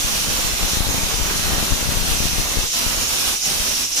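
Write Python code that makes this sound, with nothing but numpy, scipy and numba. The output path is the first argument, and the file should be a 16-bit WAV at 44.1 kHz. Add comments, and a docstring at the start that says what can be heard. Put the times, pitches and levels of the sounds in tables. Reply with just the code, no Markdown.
"""A pressure cooker vents steam under its weight valve in a small tiled kitchen.
The jet hisses over a lower rush and makes the valve gap ring in a breathy whistle.
Late on, the weight sinks and chokes the jet in short sputters, and the narrowed gap squeaks.
The phone that listens moves in and back out; mostly while it is close, moving air rumbles
and thumps on its left microphone."""
import sys
import numpy as np
from scipy import signal
from scipy.fft import rfft, irfft
from scipy.io import wavfile
from scipy.ndimage import map_coordinates
from numba import njit

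SR = 44100
rng = np.random.default_rng(int(sys.argv[2]) if len(sys.argv) > 2 else 0)


def master_out(mix):
    """Clip the mix to full scale and print it as 16-bit PCM to the path in sys.argv[1]."""
    frames = np.transpose(np.atleast_2d(mix))
    ceiling = np.clip(frames, -1, 1)
    pcm = np.round(ceiling * 32767).astype(np.int16)
    wavfile.write(sys.argv[1], SR, pcm)


N = 176400
TIME, FREQS = np.arange(N) / SR, np.fft.rfftfreq(N, 1 / SR)

def undb(db):
    """Turn decibels into a gain."""
    return 10 ** (np.asarray(db) / 20)

def unit(x):
    """Scale to an average (rms) level of 1."""
    return x / np.sqrt(np.mean(x ** 2))

def curve(table):
    """Join a table's points in time with straight lines, one curve per value column."""
    times, *columns = np.array(table, float).T
    return np.array([np.interp(TIME, times, column) for column in columns])

def swell(middle, half_length):
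    """A rounded bump in time, 1 at its middle."""
    return np.exp(-((TIME - middle) / half_length) ** 2)

def wobble(rate_hz):
    """A smooth random wobble, about 1 in size."""
    return unit(irfft(rfft(rng.standard_normal(N)) / (1 + (2 * FREQS / rate_hz) ** 2), N))

def noise(spectrum):
    """Noise whose lows and highs follow a table."""
    hz, db = np.array(spectrum, float).T
    gain = undb(np.interp(np.log(FREQS + 1), np.log(hz), db))
    return unit(irfft(rfft(rng.standard_normal(N)) * gain, N))

@njit
def resonate(x, hz, width_hz):
    """Keep only a band of sound around a pitch that can move."""
    out, band_state, low_state = np.empty(len(x)), 0., 0.
    for i in range(len(x)):
        tuning, damping = np.tan(np.pi * hz[i] / SR), width_hz / hz[i]
        band = (band_state + tuning * (x[i] - low_state)) / (1 + tuning * (tuning + damping))
        band_state = 2 * band - band_state
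        low_state += 2 * tuning * band
        out[i] = damping * band
    return out

def pan(right_db):
    """Left and right gains that make the right side louder."""
    return undb(np.array([[-right_db], [right_db]]) / 2)

def at_mics(x, lag_s=.00017):
    """The direct sound reaches the right microphone just after the left."""
    return irfft(rfft(x) * np.exp(-2j * np.pi * FREQS * np.array([[0], [lag_s]])), N)

def in_kitchen(source, room_db):
    """Direct sound plus a wash of echoes from the tiles, room_db louder and different on each side."""
    direct = at_mics(source())
    echoes = np.array([source(), source()])
    return unit(direct + undb(room_db) * echoes)

def wall_ripple(x, depth_db, band_hz=55, rate_hz=5):
    """Echoes from nearby walls boost some pitches and dull others, shifting as the phone moves."""
    freqs, times, frames = signal.stft(x, SR, nperseg=2048)
    pattern = rng.standard_normal((1024, 128))
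    places = np.meshgrid(freqs / band_hz, times * rate_hz, indexing="ij")
    gain = undb(depth_db * map_coordinates(pattern, places, order=3, mode="mirror"))
    rippled = signal.istft(frames * gain, SR)[1][:, :N]
    return unit(rippled) * np.std(x)

# How loud the steam flow makes the hiss (time [s], level [dB])
HISS_LEVEL = [(0, -29.5), (.66, -31), (.85, -34), (1.15, -31), (1.25, -34.5), (1.38, -30.5), (1.55, -33),
              (1.67, -31.5), (1.85, -32.5), (2.1, -29.5), (2.43, -32), (2.66, -31), (2.77, -26.5),
              (2.92, -31.5), (3.2, -27), (3.35, -29), (3.51, -28.5), (3.65, -28.5), (4, -29)]
# The tone colour of the hiss (frequency [Hz], level [dB])
HISS_SPECTRUM = [(100, -15.5), (1000, -9), (1900, -8.7), (2600, 0), (3900, 1.4), (4700, .5), (6500, -7),
                 (8200, -3), (10000, -2.5), (12500, -6), (14000, -9.5), (15500, -10)]
# Extra fullness in the middle of the hiss (time [s], boost [dB])
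HISS_BODY = [(0, -1), (.7, 1.6), (2.6, 1), (3.2, -1.5), (4, 0)]
def hiss(choke_db, gain_db=7, body_hz=3780., body_width_hz=1500.):
    """Churning steam hisses, flutters under the rocking weight and thins as the phone draws back."""
    body = undb(curve(HISS_BODY)[0]) - 1

    def steam():
        bright = noise(HISS_SPECTRUM)
        return bright + body * resonate(bright, np.full(N, body_hz), body_width_hz)
    heard = wall_ripple(in_kitchen(steam, room_db=10.5), depth_db=.6, band_hz=298, rate_hz=4.02)
    flutter_db = .73 * wobble(rate_hz=22) + .24 * wobble(rate_hz=150)
    return heard * undb(curve(HISS_LEVEL) + gain_db + choke_db + flutter_db) * pan(right_db=.5)

# The tone colour of the rush (frequency [Hz], level [dB])
RUSH_SPECTRUM = [(20, 2), (45, 9.5), (110, 0), (210, 4), (400, -1.5), (700, 0), (1200, -1), (1800, -3.5),
                 (2700, -2.5), (5000, -13), (12000, -10.5)]
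# How loud the rush is as the phone moves (time [s], left level [dB], right level [dB])
RUSH_LEVEL = [(0, -30.5, -23.5), (.8, -28, -24), (1.6, -27, -24), (2.3, -30, -26.5), (2.8, -29, -24.5),
              (3.2, -31, -23), (4, -37, -26)]
def rush(choke_db):
    """The jet's lower, fluttering rush beneath the hiss."""
    heard = in_kitchen(lambda: noise(RUSH_SPECTRUM), room_db=8)
    flutter_db = 1.33 * wobble(rate_hz=25.7)
    return heard * undb(curve(RUSH_LEVEL) + choke_db + flutter_db)

# Where the gap rings (pitch [Hz], filter width [Hz], level with weight up [dB], with weight down [dB])
GAP_RESONANCES = [(5230, 450, -5, -5.5), (5690, 290, -4.5, -4), (5937, 180, -6, -7.5),
                  (6410, 700, -3, -3.5), (6980, 770, -5, -6.5)]
def ring_gap(pitch_scale, sink_start_s=2.55, sink_length_s=.18):
    """Steam makes the valve gap ring at several pitches; their balance shifts as the weight sinks."""
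    sunk = np.clip((TIME - sink_start_s) / sink_length_s, 0, 1)
    out = 0
    for hz, width_hz, up_db, down_db in GAP_RESONANCES:
        band = resonate(rng.standard_normal(N), hz * pitch_scale, float(width_hz))
        band = resonate(band, hz * pitch_scale, 2. * width_hz)  # a second pass trims the edges
        out = out + undb(up_db + sunk * (down_db - up_db)) * unit(band)
    return out

# How strongly the valve gap rings (time [s], level [dB])
WHISTLE_LEVEL = [(0, -31), (.65, -32), (.73, -28.5), (.81, -37.5), (.9, -31.5), (1.6, -33), (2.63, -31),
                 (2.74, -27.5), (2.92, -31), (3.05, -28.5), (3.36, -31), (3.395, -32), (3.44, -24),
                 (3.485, -27.5), (3.56, -32), (3.66, -28), (3.86, -27), (3.9, -34.5), (3.93, -26),
                 (3.958, -31), (3.977, -22.5), (4, -25)]
def whistle(gain_db=4.5):
    """The ringing gap gives a breathy whistle that wanders and flares as the weight wobbles."""
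    pitch_scale = 1 + .017 * wobble(rate_hz=25)
    flicker_db = .65 * wobble(rate_hz=87)
    heard = wall_ripple(in_kitchen(lambda: ring_gap(pitch_scale), room_db=6), depth_db=3.3)
    return heard * undb(curve(WHISTLE_LEVEL) + gain_db + flicker_db) * pan(right_db=3.5)

# How strong the moving air is at the phone (time [s], level [dB])
DRAUGHT_LEVEL = [(0, -33), (.2, -31), (.28, -24.5), (.37, -32), (.62, -22), (.7, -29), (.9, -25),
                 (1.08, -28.5), (1.18, -23.5), (1.5, -22.5), (1.73, -19.5), (1.78, -28), (1.9, -21),
                 (2.37, -22.5), (2.5, -32), (2.6, -28), (2.72, -43), (3, -28), (3.1, -42), (3.45, -43),
                 (3.55, -28), (3.7, -54), (4, -40)]
# The tone colour of its rumble (frequency [Hz], level [dB])
DRAUGHT_SPECTRUM = [(10, -17), (30, 7), (55, -1.5), (105, -15), (190, -10.5), (350, -19), (700, -25.5),
                    (2000, -25), (6000, -73)]
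def draught():
    """Swirls of air rumble on the microphone."""
    rumble = noise(DRAUGHT_SPECTRUM)
    swirl_db = 2.5 * wobble(rate_hz=260)
    return unit(rumble * undb(swirl_db)) * undb(curve(DRAUGHT_LEVEL)[0])

# Puffs of air that hit the phone (time [s], push or pull [relative pressure], fade time [s])
PUFFS = [(.046, -0.25, .015), (.285, -.23, 0.012), (0.301, 0.21, .015), (0.342, .18, 0.0025),
         (.389, 0.16, 0.016), (.449, 0.24, 0.018), (0.519, 0.032, 0.013), (0.649, -.27, 0.017),
         (0.734, -0.33, 0.0026), (.771, 0.43, .015), (.806, 0.6, 0.0065), (.869, 0.42, 0.0092),
         (.89, 0.43, .006), (.908, 0.26, .015), (0.946, -0.39, 0.0016), (0.982, 0.32, 0.0071),
         (1.034, 0.34, .015), (1.142, -0.31, .015), (1.199, .35, 0.014), (1.213, 0.35, 0.018),
         (1.359, 0.21, .015), (1.397, 0.24, .003), (1.46, 0.32, .015), (1.52, 0.27, .003),
         (1.534, 0.49, 0.0033), (1.583, -0.43, 0.0033), (1.628, 0.42, 0.0066), (1.721, -0.48, 0.013),
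         (1.735, 0.26, .003), (1.828, 0.28, 0.0033), (1.857, 0.25, 0.014), (1.891, 0.45, 0.016),
         (1.921, 0.34, 0.014), (1.972, 0.37, 0.0021), (2.013, 0.24, .015), (2.119, -0.33, .003),
         (2.204, 0.47, 0.0025), (2.224, -.28, 0.014), (2.255, 0.45, 0.0042), (2.383, .36, .003),
         (2.398, -0.37, 0.0037), (2.571, 0.36, 0.02), (2.587, -0.31, 0.014), (2.638, -0.22, 0.018),
         (2.865, 0.35, .015), (2.975, -0.17, .015), (3.602, 0.23, .015)]
def thumps(rise_s=.00024, low_cut_hz=19):
    """Each strong puff is a sudden jump in pressure that leaks away."""
    pressure = np.zeros(N)
    for start, size, fade_s in PUFFS:
        age = np.clip(TIME - start, 0, 1)
        jump = (1 - np.exp(-age / rise_s)) * np.exp(-age / fade_s)
        pressure += size * jump / jump.max()
    return signal.sosfilt(signal.butter(2, low_cut_hz, "high", fs=SR, output="sos"), pressure)

# Moments when the weight sinks (middle time [s], half length [s], hiss change [dB], rush change [dB])
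WEIGHT_DIPS = [(2.703, 0.032, -4.5, -17), (3.403, 0.05, -5.5, -15), (3.754, 0.024, -1, -5.5),
               (3.89, 0.042, -5, -13), (3.945, 0.016, -4, -8)]
def chokes():
    """The sinking weight blocks the jet: dips in dB, small for the hiss and deep for the rush."""
    hiss_db = rush_db = 0
    for middle, half_length, hiss_change, rush_change in WEIGHT_DIPS:
        dip = swell(middle, half_length)
        hiss_db += hiss_change * dip
        rush_db += rush_change * dip
    return hiss_db, rush_db

# Squeaks of the narrowed gap (middle time [s], half length [s], pitch [Hz], level [dB])
GAP_SQUEAKS = [(3.367, .008, 5670, -25), (3.437, .008, 5700, -30), (3.468, 0.014, 5600, -26),
               (3.926, .009, 5950, -29), (3.947, 0.0063, 5860, -27), (3.98, .018, 6030, -24)]
def squeaks():
    """Around a choke, the narrow gap locks briefly onto one unsteady tone."""
    pitch_scale = 1 + .023 * wobble(rate_hz=242)
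    out = 0
    for middle, half_length, hz, db in GAP_SQUEAKS:
        tone = np.sqrt(2) * np.sin(2 * np.pi * np.cumsum(hz * pitch_scale) / SR)
        out += undb(db) * swell(middle, half_length) * tone
    return at_mics(out) * pan(right_db=3.5)

def scene():
    """The cooker on both sides, with moving air on the left microphone only."""
    hiss_choke_db, rush_choke_db = chokes()
    jet = wall_ripple(rush(rush_choke_db) + hiss(hiss_choke_db), depth_db=1.6)
    mix = jet + whistle() + squeaks()
    mix[0] += draught() + thumps()
    return mix

def record(dry, top_hz=15200):
    """The phone cuts off the highest treble."""
    return signal.sosfilt(signal.ellip(10, .2, 80, top_hz, fs=SR, output="sos"), dry)

dry = scene()
out = record(dry)
master_out(out)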